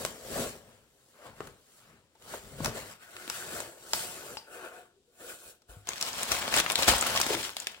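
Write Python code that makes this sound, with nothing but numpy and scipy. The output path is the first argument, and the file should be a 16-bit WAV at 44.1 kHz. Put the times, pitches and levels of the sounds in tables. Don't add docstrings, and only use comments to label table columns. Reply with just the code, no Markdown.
import sys
import numpy as np
from scipy import signal
from scipy.fft import rfft, irfft
from scipy.io import wavfile
from scipy.ndimage import uniform_filter1d

SR = 44100
rng = np.random.default_rng(int(sys.argv[2]) if len(sys.argv) > 2 else 0)


def transcribe(u):
    v = np.clip(np.atleast_2d(u).T, -1, 1)
    q = np.round(v * 32767).astype(np.int16)
    wavfile.write(sys.argv[1], SR, q)


N = 343980
TIME, HZ = np.arange(N) / SR, np.fft.rfftfreq(N, 1 / SR)


def amp(db):
    return 10 ** (np.asarray(db) / 20)


def unit(x):
    return x / np.sqrt(np.mean(x ** 2) + 1e-20)


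def curve(points, hz):
    freqs, values = np.transpose(points)
    return np.interp(np.log(hz + 1), np.log(freqs + 1), values)


def band(hz, lo, hi, order=8):
    return ((1 + (lo / (hz + 1)) ** order) * (1 + (hz / hi) ** order)) ** -.5


def eq(x, gain):
    return irfft(rfft(x) * gain, N)


def add(mix, start_s, sound):
    part = mix[:, max(round(start_s * SR), 0):][:, :sound.shape[-1]]
    part += sound[..., :part.shape[1]]


def pulse(t, rise):
    return t / rise * np.exp(1 - t / rise)


# (frequency [Hz], gain [dB])
ROOM_TONE_EQ = [(12, -30), (20, -2), (472, -2), (873, -13), (1570, -18), (2020, -19), (3250, -12),
                (6910, -18), (7730, -18), (11100, -21), (16000, -25)]
def room_tone(level_db=-69.5):
    noise = rng.standard_normal((2, N))
    return amp(level_db) * unit(eq(noise, amp(curve(ROOM_TONE_EQ, HZ))))


# (frequency [Hz], time to fall 60 dB [s])
ROOM_T60 = [(150, 0.52), (600, 0.51), (3500, 0.33), (9000, 0.15), (16000, 0.084)]
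def reverb(send, predelay_s=0.0013):
    hz, t, spectra = signal.stft(rng.standard_normal((2, SR // 2)), SR, nperseg=256)
    fade = amp(-60 * t / curve(ROOM_T60, hz)[:, None])
    tail = signal.istft(spectra * fade, SR, nperseg=256)[1]
    tail *= np.clip(np.arange(tail.shape[1]) / SR / predelay_s - 1, 0, 1)
    return signal.fftconvolve(send, tail / np.linalg.norm(tail[0]), axes=1)[:, :N]


# (time [s], level [dB], pitch [Hz], bandwidth [Hz], rise [s])
JUDDER_CUES = [(0.345, -39, 604, 160, 0.035), (0.384, -39, 253, 69.6, 0.016),
               (1.185, -55.5, 584, 110, 0.019), (1.244, -48.5, 970, 600, 0.019),
               (2.336, -41.5, 497, 160, 0.0089), (2.52, -49, 151, 25, 0.066),
               (4.373, -40, 4870, 700, 0.0063), (4.920, -68, 385, 30, 0.037), (5.07, -68, 470, 120, .03),
               (7.052, -33, 1370, 700, 0.01), (7.297, -29, 453, 162, 0.014), (7.33, -38.5, 356, 222, 0.023)]
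def judders():
    out, t = np.zeros((2, N)), np.arange(8192) / SR
    hz = np.fft.rfftfreq(8192, 1 / SR)
    for start, db, pitch, width, rise in JUDDER_CUES:
        tone = irfft(rfft(rng.standard_normal(8192)) / (1 + (2 * (hz - pitch) / width) ** 2))
        envelope = pulse(t, rise) * (1 - (t / t[-1]) ** 2)
        add(out, start, amp(db) * unit(tone * envelope) * np.sqrt(np.mean(envelope ** 2)))
    return out


# (time [s], level [dB], pitch [Hz], energy decay [s])
THUMP_CUES = [(1.405, -25.5, 440, 0.0023), (2.604, -24.5, 250, 0.0022), (2.613, -26, 146, 0.0045),
              (2.692, -35, 111, 0.0076), (3.934, -21, 873, 0.0019), (4.370, -31.5, 860, 0.0023),
              (5.691, -43, 55.4, 0.018), (5.767, -38, 98, 0.0071), (6.321, -33, 72, 0.0039),
              (6.889, -21, 64, 0.0092)]
def wall_thumps():
    out, t = np.zeros((2, N)), np.arange(SR // 4) / SR
    for start, db, hz, decay in THUMP_CUES:
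        swing = np.sin(2 * np.pi * hz * t) + 0.26 * np.sin(2 * np.pi * hz * 1.4 * t)
        envelope = np.exp(-t / (2 * decay)) * (1 - np.exp(-t * hz * 4))
        add(out, start, amp(db) * swing * envelope)
    return out


# (centre [Hz], width [Hz], lift at depth 1 [dB])
OPEN_BOX_MODES = [(252, 27, 0), (363, 24, 8), (485, 19, 8), (659, 110, 6), (722, 26, 9), (900, 27, 7),
                  (1136, 290, 6.5), (1464, 170, 8.5), (1750, 59, 4.5), (2540, 180, 4.5), (2660, 170, 0),
                  (3540, 140, 1)]
def box_lift(depth, modes=OPEN_BOX_MODES):
    return depth * sum(db / (1 + (2 * (HZ - hz) / width) ** 2) for hz, width, db in modes)


def grains(per_s, spread_db, decay_s, tint, patches=20):
    t, out = np.arange(512) / SR, np.zeros((2, N + 512))
    hz = np.fft.rfftfreq(512, 1 / SR)
    sizes = amp(spread_db * np.minimum(rng.exponential(1, N), 4))
    hits = sizes * (rng.random(N) < per_s / SR)
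    patch = rng.integers(0, patches, N)
    for k, centre_hz in enumerate(np.geomspace(500, 12000, patches)):
        lift = 1 + tint * np.exp(-np.log2((hz + 1) / centre_hz) ** 2 * 2)
        ring = irfft(rfft(rng.standard_normal((2, 512))) * lift) * np.exp(-t / decay_s)
        out[:, 1:] += signal.oaconvolve((hits * (patch == k))[None], ring, axes=1)
    return unit(out[:, :N])


def smooth(x, span, axis=0):
    size = max(round(span), 1)
    return uniform_filter1d(uniform_filter1d(x, size, axis), size, axis)


def shifting_contact(x, depth_db, span_s, clump_db, width_hz=260):
    hz, t, spectra = signal.stft(x, SR, nperseg=512)
    frames = span_s * SR / 256
    patches = smooth(rng.standard_normal(spectra.shape[1:]), width_hz / hz[1])
    patches = unit(smooth(patches, frames, axis=1))
    clumps = unit(smooth(rng.standard_normal(len(t)), frames))
    flicker_db = np.clip(depth_db * patches + clump_db * clumps, -9, 6)
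    return signal.istft(spectra * amp(flicker_db), SR, nperseg=512)[1][:, :N]


# (rumble, body, scrape, hiss) [dB per dB]
BRIGHTNESS_TILT = [-0.2, -0.92, -0.095, 0.88]
def stroke_gains(t, peak_s, db, rise, fall, bright_db, rasp_db=0, rumble_db=0):
    from_peak = np.maximum((peak_s - t) / rise, (t - peak_s) / fall)
    swell_db = db - 8.5 * from_peak ** 1.29
    touch_db = bright_db * np.array(BRIGHTNESS_TILT) + [rumble_db, 0, rasp_db, 0]
    return np.outer(amp(touch_db), amp(swell_db))


# (low edge [Hz], high edge [Hz])
REGISTER_BANDS = [(30, 220), (220, 850), (850, 3200), (3200, 16500)]
def rub(friction, strokes, eq_db, trims_db):
    t = TIME[::32]
    swells = np.sqrt(sum(stroke_gains(t, *stroke) ** 2 for stroke in strokes))
    spectrum, out = rfft(friction) * amp(eq_db), 0
    for (lo, hi), swell, trim in zip(REGISTER_BANDS, swells, trims_db):
        register = unit(irfft(spectrum * band(HZ, lo, hi), N))
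        out = out + register * np.interp(TIME, t, swell) * amp(trim)
    return out


def snaps(cues, trims_db, tone_db, width_octaves, rattle_db, box_depth, ring_db):
    out, t = np.zeros((2, N)), np.arange(1024) / SR
    hz = np.fft.rfftfreq(1024, 1 / SR)
    box_db = np.interp(hz, HZ, box_lift(box_depth))
    attack = 1 - np.exp(-t / .0002)
    rattle = amp(rattle_db) * pulse(t, rise=.003)
    span_gain = np.sqrt(.005 / t[-1])
    registers = REGISTER_BANDS[1:]
    centres = np.sqrt(np.prod(registers, axis=1))
    for start, peak_db, pitch, skirt, decay in cues:
        register_octaves = abs(np.log2(centres / pitch))
        levels_db = peak_db - skirt * (register_octaves - register_octaves.min())
        octaves = abs(np.log2((hz + 1) / pitch))
        facet = amp(box_db + tone_db / (1 + (octaves / width_octaves) ** 2) - .7 * skirt * octaves)
        ring = np.sin(2 * np.pi * pitch * t) * np.exp(-t / (2 * decay))
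        for k, ((lo, hi), db, trim) in enumerate(zip(registers, levels_db, trims_db)):
            noise = rng.standard_normal((2 if k else 1, 1024))
            noise = irfft(rfft(noise) * facet * band(hz, lo, hi, order=6))
            stretch = (registers[-1][0] / lo) ** .4
            burst = unit(noise * (attack * np.exp(-t / (decay * stretch)) + rattle))
            if lo <= pitch < hi:
                burst += amp(ring_db) * unit(ring)
            add(out, start, amp(db + trim) * unit(burst) * span_gain)
    return out


# (time [s], level before trims [dB], pitch [Hz], skirt across registers [dB/octave])
CREASE_CUES = [(5.872, -41.5, 3400, 2), (5.8894, -28.5, 6470, 2), (6.0121, -29, 5780, 4.5),
               (6.0256, -27, 5170, 10), (6.0558, -51, 3300, 7), (6.1306, -37, 4960, 9),
               (6.2311, -28, 9160, 2.5), (6.3183, -23.5, 5600, 1.5), (6.5404, -20, 2650, 6),
               (6.5645, -27, 7460, 2), (6.6002, -23, 3230, 3), (6.6626, -24.5, 1970, 8),
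               (6.7001, -24, 2780, 4.5), (6.7195, -27.5, 10000, 5), (6.756, -22.5, 3720, 8.5),
               (6.8234, -24.5, 2620, 2), (6.831, -24, 4000, 9), (6.88, -19.5, 900, 0.5),
               (6.8847, -25, 7900, 11), (6.9827, -30.5, 8200, 2), (7.011, -25.5, 7100, 11),
               (7.025, -25, 1160, 2), (7.161, -29, 4840, 3.5), (7.1751, -25, 3300, 10),
               (7.2006, -29, 930, -0.5), (7.214, -21, 5500, 5), (7.2645, -30.5, 2050, -0.5),
               (7.4933, -39, 1470, 4.5), (7.5671, -31.5, 3960, 4), (7.6007, -34.5, 7200, 5.5),
               (7.6701, -28.5, 3240, 5.5), (7.7451, -42.5, 2630, 10)]
def crease_snaps(decay_s=0.001):
    cues = [(*cue, decay_s) for cue in CREASE_CUES]
    return snaps(cues, trims_db=[-1.5, 1, 1.5], tone_db=5, width_octaves=0.27,
                 rattle_db=-20, box_depth=0.42, ring_db=-6)


# (peak time [s], level before trims [dB], rise [s], fall [s], brightness [dB])
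PAPER_STROKES = [(5.879, -43, 0.011, 0.15, -2.5), (6.08, -37.5, 0.084, 0.054, 0),
                 (6.2, -37.5, 0.096, 0.16, -1), (6.34, -38, 0.12, 0.12, 1.5), (6.47, -37.5, 0.12, 0.15, -7),
                 (6.575, -28.5, 0.053, 0.055, -1), (6.7, -35, 0.019, 0.046, -2.5),
                 (6.79, -32, 0.023, 0.16, -1.5), (6.89, -25, 0.016, 0.089, -2.5),
                 (7.07, -32.5, 0.061, 0.11, -2.5), (7.19, -31.5, 0.068, 0.061, -2.5),
                 (7.309, -32, 0.058, 0.081, -1), (7.45, -41, 0.082, 0.051, 2.5),
                 (7.6, -48, 0.042, 0.072, 1), (7.68, -51, 0.014, 0.095, -1.5)]
# (peak time [s], lift [dB], half length [s])
FOLD_COLLAPSES = [(6.322, 7, 0.01), (6.594, 4.5, 0.013), (6.881, 9, 0.013), (6.931, -1, 0.0041)]
# (frequency [Hz], gain [dB])
PAPER_EQ = [(18, -38), (30, -8), (70, -1), (138, -5), (287, -8), (328, -12), (473, -4.5), (913, -4),
            (1630, -0.5), (3770, -5.5), (6380, -9), (7670, -11.5), (16000, -9.5)]
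def paper_rustle():
    crinkles = grains(per_s=800, spread_db=4.2, decay_s=.0011, tint=3)
    sliding = amp(4) * rng.standard_normal((2, N))
    rustle = shifting_contact(crinkles + sliding, depth_db=1.5, span_s=.018, clump_db=1.8)
    surge_db = sum(db * np.exp(-((TIME - peak_s) / half) ** 2) for peak_s, db, half in FOLD_COLLAPSES)
    eq_db = curve(PAPER_EQ, HZ) + box_lift(depth=0.4)
    return amp(surge_db) * rub(rustle, PAPER_STROKES, eq_db, trims_db=[-16.5, -5.5, -2, 3])


# (time [s], level before trims [dB], pitch [Hz], skirt across registers [dB/octave],
# base decay [s])
EDGE_CUES = [(0.0501, -27, 690, 0.3, 0.00068), (0.0603, -45, 720, -4, .003), (1.4045, -34, 1190, 8, 0.0027),
             (1.4716, -46, 1570, 1.5, .0023), (2.1519, -60, 900, 2.5, 0.0043),
             (2.2231, -56, 3020, 4, 0.00088), (2.3386, -36.5, 900, 12, 0.002),
             (2.6042, -35.5, 660, 8, .001), (2.6457, -29, 5800, 0.5, 0.0025),
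             (2.6586, -28, 5470, 0, 0.0016), (3.1661, -40, 2580, 6, .001),
             (3.2777, -41.5, 3380, -1, 0.0011), (3.2989, -28.5, 5370, 3, .0016),
             (3.6035, -34.5, 8050, 1, 0.00041), (3.9338, -22, 5140, 3, 0.0011),
             (4.3701, -37, 2800, 7, 0.0014), (5.6193, -63, 5250, 1.5, 0.0025)]
def edge_clicks():
    return snaps(EDGE_CUES, trims_db=[0, 1, 1], tone_db=6, width_octaves=0.24,
                 rattle_db=-24.5, box_depth=1.0, ring_db=-8)


def card_friction():
    slips = grains(per_s=7000, spread_db=1, decay_s=0.00074, tint=0.38)
    return shifting_contact(slips, depth_db=2, span_s=.03, clump_db=0.16)


# (peak time [s], level before trims [dB], rise [s], fall [s], brightness [dB], rasp [dB])
FLAP_STROKES = [(3.029, -55, 0.018, 0.031, 2, 7), (3.21, -50.5, 0.13, 0.26, 1, 3.5),
                (3.36, -44.5, 0.076, 0.14, 5.5, 3), (3.569, -38, 0.11, 0.096, -1.5, -4),
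                (3.92, -47.5, 0.1, .03, 2, -6.5), (3.944, -37.5, 0.011, 0.14, 5.5, -2.5),
                (4.31, -44, 0.34, 0.074, -1.5, -5.5), (4.55, -48, 0.049, 0.047, 0, 2),
                (4.653, -49.5, 0.066, 0.04, -1, 8), (4.768, -54, 0.15, 0.067, -1.5, 3),
                (5.21, -49.5, 0.011, 0.036, -2, -6), (5.305, -45, 0.069, 0.047, 4, -2),
                (5.49, -51.5, 0.14, 0.04, 4.5, -7.5), (5.698, -54.5, 0.011, 0.096, 1.5, -0.5)]
# (frequency [Hz], gain [dB])
FOLDING_EQ = [(18, -53), (30, -22), (59, -8), (165, -7.5), (273, -11.5), (355, -3.5), (486, -2),
              (1010, -10.5), (1500, -3), (3670, -11.5), (7670, -11), (16000, -8.5)]
UPRIGHT_EQ = [(18, -57), (30, -21), (64, -10), (184, -17), (473, -3), (988, -18.5), (1540, -10.5),
              (2060, -16.5), (2540, -16), (4530, -25), (9220, -19.5), (16000, -18)]
def flap_drags(friction, grip_s=4.47):
    folding_db = curve(FOLDING_EQ, HZ) + box_lift(depth=0.61)
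    upright_db = curve(UPRIGHT_EQ, HZ) + box_lift(depth=1.25)
    folding = rub(friction, FLAP_STROKES, folding_db, trims_db=[-16.5, -4, -2, 0.5])
    upright = rub(friction, FLAP_STROKES, upright_db, trims_db=[-16.5, 0, -0.5, 0])
    return np.where(TIME < grip_s, folding, upright)


# (peak time [s], level before trims [dB], rise [s], fall [s], brightness [dB], rasp [dB],
# wall rumble [dB])
HAND_STROKES = [(0.01, -39, 0.059, 0.11, 0.5, -2.5, -3), (0.412, -33, 0.12, 0.082, -1, -4, -3),
                (0.7, -60.5, 0.13, 0.14, -1, 2.5, 6.5), (1.07, -66, 0.22, 0.45, 2.5, -2, -9),
                (1.27, -49.5, 0.068, 0.036, -6, 2.5, -14), (1.45, -52.5, 0.11, .07, -3, 2.5, 8),
                (1.79, -65.5, 0.24, 0.12, 7.5, 2.5, -14), (1.9, -65, 0.097, 0.11, -2, 8.5, 9.5),
                (2.338, -43, 0.069, 0.057, 0.5, 1, -3.5), (2.45, -54, 0.06, 0.12, 1.5, -3, 3),
                (2.6, -50, 0.13, 0.11, -2, 0, 6), (2.665, -34.5, 0.045, 0.041, -2.5, -3, -1),
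                (2.779, -40, 0.043, 0.051, -1, 2, -7), (2.92, -53.5, 0.21, 0.026, 6.5, 8.5, 4)]
# (frequency [Hz], gain [dB])
HAND_EQ = [(18, -39), (30, -12), (66, -6), (170, -9), (245, -12.5), (330, -7.5), (400, 0), (630, -2.5),
           (780, -5.5), (1000, -12), (1460, -13.5), (3700, -21.5), (9000, -21.5), (16000, -19)]
# (centre [Hz], width [Hz], lift at depth 1 [dB])
SHUT_BOX_MODES = [(236, 45, 10.5), (338, 55, -4), (486, 120, 2), (685, 170, -3.5), (860, 200, -10),
                  (1520, 570, 2), (3930, 1100, -1), (5300, 1000, 0)]
def hand_slides(friction):
    eq_db = curve(HAND_EQ, HZ) + box_lift(depth=0.59, modes=SHUT_BOX_MODES)
    return rub(friction, HAND_STROKES, eq_db, trims_db=[-6.5, -5, -3.6, -0.6])


def scene():
    friction = card_friction()
    rubbing = hand_slides(friction) + flap_drags(friction) + paper_rustle()
    impacts = edge_clicks() + crease_snaps() + wall_thumps() + judders()
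    send = amp(-14.5) * rubbing + amp(-11.5) * impacts
    return room_tone() + reverb(send) + rubbing + impacts


# (frequency [Hz], likeness [0 leaves the width, 1 or more is nearly mono])
PORT_LIKENESS = [(60, .88), (200, 0.8), (380, 1.1), (700, 0.5), (1300, 0.57), (2400, 0.33), (4500, 0.03),
                 (9000, 0)]
# (frequency [Hz], gain [dB])
LEFT_EQ = [(60, -0.2), (1000, -2.5), (4000, 0.07), (6500, 0.5), (7700, 5.5), (9000, -6), (10500, -6),
           (12500, -4), (16000, -5.5)]
RIGHT_EQ = [(60, -4), (1000, -5.5), (4000, -3.5), (6500, -2.5), (7700, -2), (9200, 3), (10500, -2.5),
            (12500, -8.5), (16000, -1.5)]
def record(dry, low_cut_hz=38, high_cut_hz=16000, right_lag_s=.00013):
    dry = signal.sosfilt(signal.butter(2, low_cut_hz, "highpass", fs=SR, output="sos"), dry)
    likeness = np.clip(curve(PORT_LIKENESS, HZ), -.99, .99)
    mid = eq(dry[0] + dry[1], np.sqrt(1 + likeness)) / 2
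    side = eq(dry[0] - dry[1], np.sqrt(1 - likeness)) / 2
    lag = np.exp(-2j * np.pi * HZ * right_lag_s)
    left = eq(mid + side, amp(curve(LEFT_EQ, HZ)))
    right = eq(mid - side, amp(curve(RIGHT_EQ, HZ)) * lag)
    high_cut = signal.firwin(511, high_cut_hz, window=("kaiser", 9), fs=SR)
    return signal.oaconvolve([left, right], high_cut[None], "same")


dry = scene()
out = record(dry)
transcribe(out)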